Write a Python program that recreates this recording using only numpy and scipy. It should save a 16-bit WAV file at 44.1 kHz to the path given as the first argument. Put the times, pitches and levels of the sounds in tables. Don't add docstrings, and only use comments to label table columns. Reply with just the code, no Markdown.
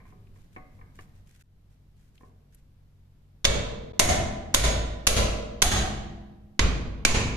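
import sys
import numpy as np
from scipy import signal
from scipy.fft import rfft, irfft
from scipy.io import wavfile
from scipy.ndimage import uniform_filter1d, minimum_filter1d

SR = 44100
rng = np.random.default_rng(int(sys.argv[2]) if len(sys.argv) > 2 else 0)


def unload_wav(signal):
    wavfile.write(
        sys.argv[1],
        SR,
        np.round(np.clip(np.atleast_2d(signal).T, -1, 1) * 32767).astype(np.int16),
    )


N = 324576
TIME = np.arange(N) / SR
AGE = np.arange(2 ** 16) / SR

# f/Hz, t60/s
WORKSHOP_DECAY = [(60, 1.15), (170, 1.78), (420, 1.13), (1100, 0.96), (2900, 0.8), (6500, 0.61),
                  (10000, 0.46), (14000, 0.34)]
# f/Hz, correlation
CHANNEL_LIKENESS = [(60, 0.9), (180, 0.93), (350, 0.73), (700, 0.26), (1500, 0)]
# f/Hz, level/dB
RUMBLE_COLOUR = [(20, 1), (50, -4.5), (70, -13), (95, 4), (120, -11), (190, -9), (250, -18.5), (500, -38.5),
                 (1000, -70.5)]
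AIR_COLOUR = [(150, -26), (250, -3.5), (600, -10), (1500, -17.5), (4000, -21.5), (9000, -29), (13700, -26),
              (14900, -36.5)]
# f/Hz, level/dB
MOTOR_HUM = [(49.7, -61.5), (94, -70), (140.5, -65.5)]

# t/s, level/dB, contact cut-off/Hz, scuff t60/s
SWORD_KNOCKS = [(.002, -15, 3800, 0.34), (0.053, -16.5, 4500, 0.48), (0.124, -9, 1590, 0.054),
                (0.359, -20.5, 2300, 0.37), (0.563, 1, 4000, 0.089), (0.584, -9.5, 1900, 0.058),
                (0.791, -12.5, 1780, 0.036), (0.813, -9, 2720, 0.05), (0.989, -7.5, 6500, 0.13),
                (2.209, -11, 1500, 0.032), (2.233, -5.5, 1380, 0.025)]
# f/Hz, level/dB, t60/s
SWORD_MODES = [(468, -57.5, 0.47), (603, -66, .5), (745, -55, 0.48), (1040, -43, 0.082),
               (1105, -55.5, 0.37), (1209, -59, 0.57), (1490, -64, 0.32), (1816, -44.5, 0.054),
               (2070, -58, 0.15), (2270, -41, 0.031)]
# f/Hz, level/dB
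KNOCK_COLOUR = [(100, -71), (250, -70.5), (600, -81.5), (870, -82.5), (1050, -74), (1330, -91), (1650, -81),
                (1900, -82), (2200, -77), (2500, -86), (2750, -95), (8000, -112)]
# t/s, length/s, level/dB
GLOVE_RUBS = [(0.047, .06, -71), (0.338, 0.11, -72.5), (.515, 0.051, -70), (.72, 0.074, -75),
              (0.937, .04, -65.5), (.985, 0.043, -63.5), (1.073, .02, -73), (1.142, 0.041, -71.5),
              (1.255, 0.12, -67), (1.39, 0.021, -63.5), (1.695, 0.049, -77), (1.955, 0.14, -75),
              (2.135, 0.033, -71), (2.187, 0.099, -77), (2.508, 0.082, -71)]
# f/Hz, level/dB
GLOVE_COLOUR = [(880, -34), (1500, -1.5), (4840, -10.5), (6340, -7.5), (13700, -15.5), (14500, -11.5),
                (14900, -32)]
# t/s, level/dB, f/Hz, t60/s
GLOVE_SNAPS = [(.27, -64, 2200, .05), (.963, -72, 7000, .08), (.993, -69, 4200, 0.074),
               (1.275, -67, 7050, 0.06), (2.178, -55, 2830, .03), (2.547, -49.5, 10500, 0.021)]
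# f/Hz, level/dB, t60/s
GUARD_MODES = [(1170, -5, .05), (1736, -2, .045), (2890, -7.5, .04)]
# t/s, level still missing just after/dB
LEVEL_DIPS = [(1.431, 8), (3.928, 0)]

# t/s, force/dB, second contact delay/s, second contact level/dB, contact cut-off/Hz,
# clang f/Hz, clang level/dB, vise f/Hz, vise level/dB, boom and thump level/dB, pan left minus right/dB
HAMMER_BLOWS = [(3.445, -6.5, 0.0062, 11, 6460, 3550, 8.5, 527, -2.5, -4, -3),
                (3.9936, -0.5, 0.0032, 4, 11700, 3540, -16, 688, 2.5, 1.5, -1),
                (4.5416, -0.5, 0.0038, 8.5, 12060, 3630, 4, 591, 0.5, 0.5, -3),
                (5.0685, -0.5, 0.0032, 8, 13060, 2730, 4, 566, 2.5, 0, -1),
                (5.6196, 1, .0038, 1.5, 12230, 3085, 1.5, 751, -1, 0.5, -2.5),
                (6.5930, -8, .0011, 3.5, 4300, 2047, 3.5, 480, -12.5, -1, -4),
                (7.05, -1, .0013, 2, 7500, 2345, 9.5, 454, -11.5, 2.5, -3.5)]
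# f/Hz, level/dB, t60/s
CLASH_MODES = [(1027, -1.5, 0.017), (1550, -1, 0.013), (2100, -13.5, 0.03), (2846, -4, 0.016),
               (3692, -8.5, 0.039), (4600, -12.5, .02), (5240, -12, 0.017), (6160, 1.5, .018),
               (6256, 5, 0.015), (7040, 2, 0.019), (8880, -2.5, 0.016), (10340, -6.5, 0.066),
               (12280, -5, 0.024), (14100, -11.5, .022)]
# f/Hz, level/dB
CRACK_COLOUR = [(300, -45.5), (1000, -55), (3000, -46), (7000, -46.5), (10000, -52.5), (13500, -54.5),
                (15000, -65)]
ECHO_COLOUR = [(150, -72), (380, -53.5), (720, -56.5), (860, -57.5), (1070, -54.5), (1300, -55),
               (2500, -55.5), (4200, -54.5), (5200, -57.5), (6500, -52), (8200, -58), (9600, -59.5),
               (10400, -54), (11800, -62.5), (13300, -57), (14200, -83)]
# f/Hz, level/dB, t60/s
BLADE_MODES = [(842, -39, 0.66), (999, -35, 1.21), (1090, -35, 0.83), (1340, -35, 0.36), (2263, -29, 0.64),
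               (2950, -41, .7), (3466, -30, 0.65), (3800, -34, .75), (6350, -30.5, 0.44), (6500, -34, .55),
               (6600, -23, 0.6), (7600, -43.5, 0.6), (10140, -33.5, .4)]
VISE_MODES = [(445, -30, 2.1), (477.6, -28.5, 1.67), (537, -34, 1.3), (555, -29.5, 0.91), (603, -28, 1.37),
              (636, -29.5, 1.3), (679, -23.5, 1.18), (752, -28.5, 1.16), (775, -24.5, 1.1)]
BENCH_MODES = [(53.95, -17.5, 1.23), (89.3, -25, 0.83), (121.6, -31.5, 1.3), (208.3, -35, 2),
               (249, -39.5, 2), (338, -39.5, 1.8)]
# f/Hz, level/dB
BOOM_COLOUR = [(15, -42), (35, -40), (56, -38), (78, -40.5), (95, -43), (165, -52.5), (230, -53),
               (330, -59), (800, -63), (2000, -100)]


def from_db(db):
    return 10 ** (np.asarray(db) / 20)


def unit_rms(x):
    return x / np.sqrt(np.mean(x ** 2) + 1e-20)


def at_hz(points, hz):
    points = np.array(points)
    return np.interp(np.log(hz + 1e-9), np.log(points[:, 0]), points[:, 1])


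def add(out, s, sound):
    start = max(int(s * SR), 0)
    part = sound[..., :out.shape[-1] - start]
    out[:, start:start + part.shape[-1]] += part


def decay(t60, age=AGE):
    return np.exp(-np.log(1000) * age / t60)


def rise(time_constant_s):
    return 1 - np.exp(-AGE / time_constant_s)


def diffuse_noise(colour, size=len(AGE)):
    hz = np.fft.rfftfreq(size, 1 / SR)
    mid, side = rfft(rng.standard_normal((2, size)))
    alike = np.clip(at_hz(CHANNEL_LIKENESS, hz), -1, 1)
    pair = np.sqrt(1 + alike) * mid + np.sqrt(1 - alike) * side * [[1], [-1]]
    return irfft(pair * from_db(at_hz(colour, hz)), size) * np.sqrt(SR) / 2


def room_tone(rumble_db=-57.5, air_db=-72.5, louder_end_s=1.38, louder_fade_s=0.17):
    hum = sum(from_db(level_db) * np.sqrt(2) * np.sin(2 * np.pi * (hz * TIME + rng.random()))
              for hz, level_db in MOTOR_HUM)
    louder_start = np.clip((louder_end_s - TIME) / louder_fade_s, 0, 1)
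    rumble_gain = np.hypot(from_db(rumble_db), from_db(-53.5) * louder_start)
    air_gain = np.hypot(from_db(air_db), from_db(-71) * louder_start)
    rumble = rumble_gain * unit_rms(diffuse_noise(RUMBLE_COLOUR, size=N))
    air = air_gain * unit_rms(diffuse_noise(AIR_COLOUR, size=N))
    return hum + rumble + air


def strike(modes, spread_db):
    out = np.zeros((2, len(AGE)))
    for hz, level_db, t60 in modes:
        age = AGE[:int(2 * t60 * SR)]
        apart = 1 - np.clip(at_hz(CHANNEL_LIKENESS, hz), 0, 1)
        phase = np.pi * (rng.integers(0, 2) + apart * (2 * rng.random((2, 1)) - 1))
        gain = from_db(level_db + spread_db * rng.standard_normal())
        add(out, 0, gain * np.sin(2 * np.pi * hz * age + phase) * decay(t60, age))
    return out


def room_echo(colour, ripple_db=0.0, ripple_hz=110.0):
    hz = np.fft.rfftfreq(len(AGE), 1 / SR)
    ripple = np.interp(hz / ripple_hz, np.arange(len(hz)), rng.standard_normal(len(hz)))
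    spectrum = rfft(diffuse_noise(colour)) * from_db(ripple_db * ripple)
    centres, t60s = np.transpose(WORKSHOP_DECAY)
    bands = [at_hz(np.c_[centres, row], hz) for row in np.eye(len(centres))]
    return sum(irfft(spectrum * band) * decay(t60) for band, t60 in zip(bands, t60s))


def dull(x, cut_hz):
    return signal.sosfilt(signal.butter(2, cut_hz, fs=SR, output="sos"), x + 1e-18)


def sword_knocks():
    out = np.zeros((2, N))
    for s, level_db, cut_hz, scuff_t60 in SWORD_KNOCKS:
        ring = strike(SWORD_MODES, spread_db=2.0)
        scuff = from_db(2.5) * diffuse_noise(KNOCK_COLOUR) * decay(scuff_t60)
        room = from_db(-13.0) * room_echo(KNOCK_COLOUR, ripple_db=7.0, ripple_hz=79.5)
        knock = dull(dull(ring + scuff + room, cut_hz), cut_hz)
        add(out, s, from_db(level_db) * knock)
    return out


def scattered_ring(hz, width_hz, t60):
    radius = np.exp(-np.pi * width_hz / SR)
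    feedforward = np.array([1, 0, -1]) * (1 - radius ** 2) / 2
    feedback = [1, -2 * radius * np.cos(2 * np.pi * hz / SR), radius ** 2]
    band = rng.standard_normal((2, len(AGE)))
    for _ in range(2):
        band = signal.lfilter(feedforward, feedback, band)
    return unit_rms(band) * decay(t60)


def glove(slip_db=3.5, slips_per_s=300, attack_s=0.016, release_t60=0.16):
    effort = np.zeros((1, N))
    for s, length_s, level_db in GLOVE_RUBS:
        swell = np.minimum(AGE / attack_s, 1)
        release = decay(release_t60, np.maximum(AGE - length_s, 0))
        add(effort, s, from_db(level_db) * swell * release)
    slips = np.interp(TIME * slips_per_s, np.arange(N), rng.standard_normal(N))
    out = effort * unit_rms(diffuse_noise(GLOVE_COLOUR, size=N) * from_db(slip_db * slips))
    for s, level_db, hz, t60 in GLOVE_SNAPS:
        add(out, s, from_db(level_db) * scattered_ring(hz, width_hz=0.56 * hz, t60=t60))
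    return out


def guard_clack(at_s=0.99, level_db=-42):
    out = np.zeros((2, N))
    add(out, at_s, from_db(level_db) * strike(GUARD_MODES, spread_db=1))
    return out


def clash(delay_s, second_db, clang_hz, clang_db):
    out = np.zeros((2, len(AGE)))
    second_gain = from_db(second_db)
    for s, gain in [(0, 1), (delay_s, second_gain)]:
        steel = from_db(-12.0) * strike(CLASH_MODES, spread_db=1.5)
        clang = from_db(-14.0) * strike([(clang_hz, clang_db, 0.02)], spread_db=0)
        crack = diffuse_noise(CRACK_COLOUR) * decay(t60=0.036)
        add(out, s, gain * (steel + clang + crack))
    return out / np.hypot(1, second_gain)


def lasting_ring(modes, spread_db, waver_hz, sag=0.0, settle_s=0.1387):
    out = np.zeros((2, len(AGE)))
    clock = AGE - sag * settle_s * rise(settle_s)
    for hz, level_db, t60 in modes:
        age = AGE[:int(1.2 * t60 * SR)]
        paths = (1 + rng.standard_normal((2, 256)) + 1j * rng.standard_normal((2, 256))) / np.sqrt(3)
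        paths *= np.exp(2j * np.pi * rng.random((2, 1)))
        waver = np.array([np.interp(age * waver_hz, np.arange(len(path)), path) for path in paths])
        tone = np.exp(2j * np.pi * hz * clock[:len(age)]) * decay(t60, age)
        gain = from_db(level_db + spread_db * rng.standard_normal())
        add(out, 0, gain * (waver * tone).real)
    return out


def vise(ring_hz, reach_hz=109.0):
    modes = [(hz, level_db - 4 * ((hz - ring_hz) / reach_hz) ** 2, t60)
             for hz, level_db, t60 in VISE_MODES]
    scattered = from_db(-27.5) * scattered_ring(ring_hz, width_hz=176, t60=1.18)
    return lasting_ring(modes, spread_db=0.5, waver_hz=26.85, sag=0.1) + scattered


def mic_thump(thump_hz=6.0, thump_db=-7.0):
    swing = -np.cos(2 * np.pi * thump_hz * AGE + np.pi / 4)
    return from_db(thump_db) * swing * decay(t60=0.27) * rise(0.004)


def bench(build_s=0.025):
    boom = room_echo(BOOM_COLOUR) + from_db(-2.0) * strike(BENCH_MODES, spread_db=4.0)
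    return boom * rise(build_s)


def hammer(clash_db=6.5, clang_echo_db=-32.5, room_build_s=0.0039):
    out = np.zeros((2, N))
    build = rise(room_build_s)
    for (s, force_db, delay_s, second_db, cut_hz,
         clang_hz, clang_db, vise_hz, vise_db, bass_db, pan_db) in HAMMER_BLOWS:
        direct = from_db(clash_db) * clash(delay_s, second_db, clang_hz, clang_db)
        clang = from_db(clang_echo_db + clang_db) * scattered_ring(clang_hz, width_hz=600, t60=0.83)
        blade = lasting_ring(BLADE_MODES, spread_db=3.0, waver_hz=30.7)
        room = room_echo(ECHO_COLOUR, ripple_db=2.2)
        pan = from_db([[pan_db / 2], [-pan_db / 2]])
        metal = pan * direct + np.sqrt(pan) * build * (blade + room + clang)
        vise_ring = from_db(vise_db) * build * vise(vise_hz)
        bass = from_db(bass_db) * (mic_thump() + bench())
        add(out, s, from_db(force_db) * dull(metal, cut_hz) + vise_ring + bass)
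    return out


def limiter(x, threshold_db=-10.0, hold_s=0.091, release_s=0.0026, sense_s=0.0052):
    hold, ahead = int(hold_s * SR), int(sense_s * SR)
    power = uniform_filter1d(np.mean(x ** 2, axis=0), ahead)
    wanted = np.minimum(1, from_db(threshold_db) / np.sqrt(np.abs(power) + 1e-12))
    held = np.roll(minimum_filter1d(wanted, hold, origin=(hold - 1) // 2), -ahead)
    pole = np.exp(-1 / (release_s * SR))
    released = 1 - signal.lfilter([1 - pole], [1, -pole], 1 - held)
    return x * np.minimum(held, released)


def scene():
    return room_tone() + sword_knocks() + glove() + guard_clack() + hammer()


def record(dry, dip_half_width_s=0.0061, recovery_s=0.088, top_cut_hz=14300):
    x = 1.168 * np.tanh(limiter(dry) / 1.222)
    for s, missing_db in LEVEL_DIPS:
        away_s = np.abs(TIME - s)
        gap = np.clip(4 * away_s / dip_half_width_s - 3, 0, 1)
        recovery = from_db(-missing_db * (TIME > s) * np.exp(-away_s / recovery_s))
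        x = x * gap * recovery
    return signal.sosfilt(signal.ellip(10, 0.1, 80, top_cut_hz, fs=SR, output="sos"), x)


dry = scene()
out = record(dry)
unload_wav(out)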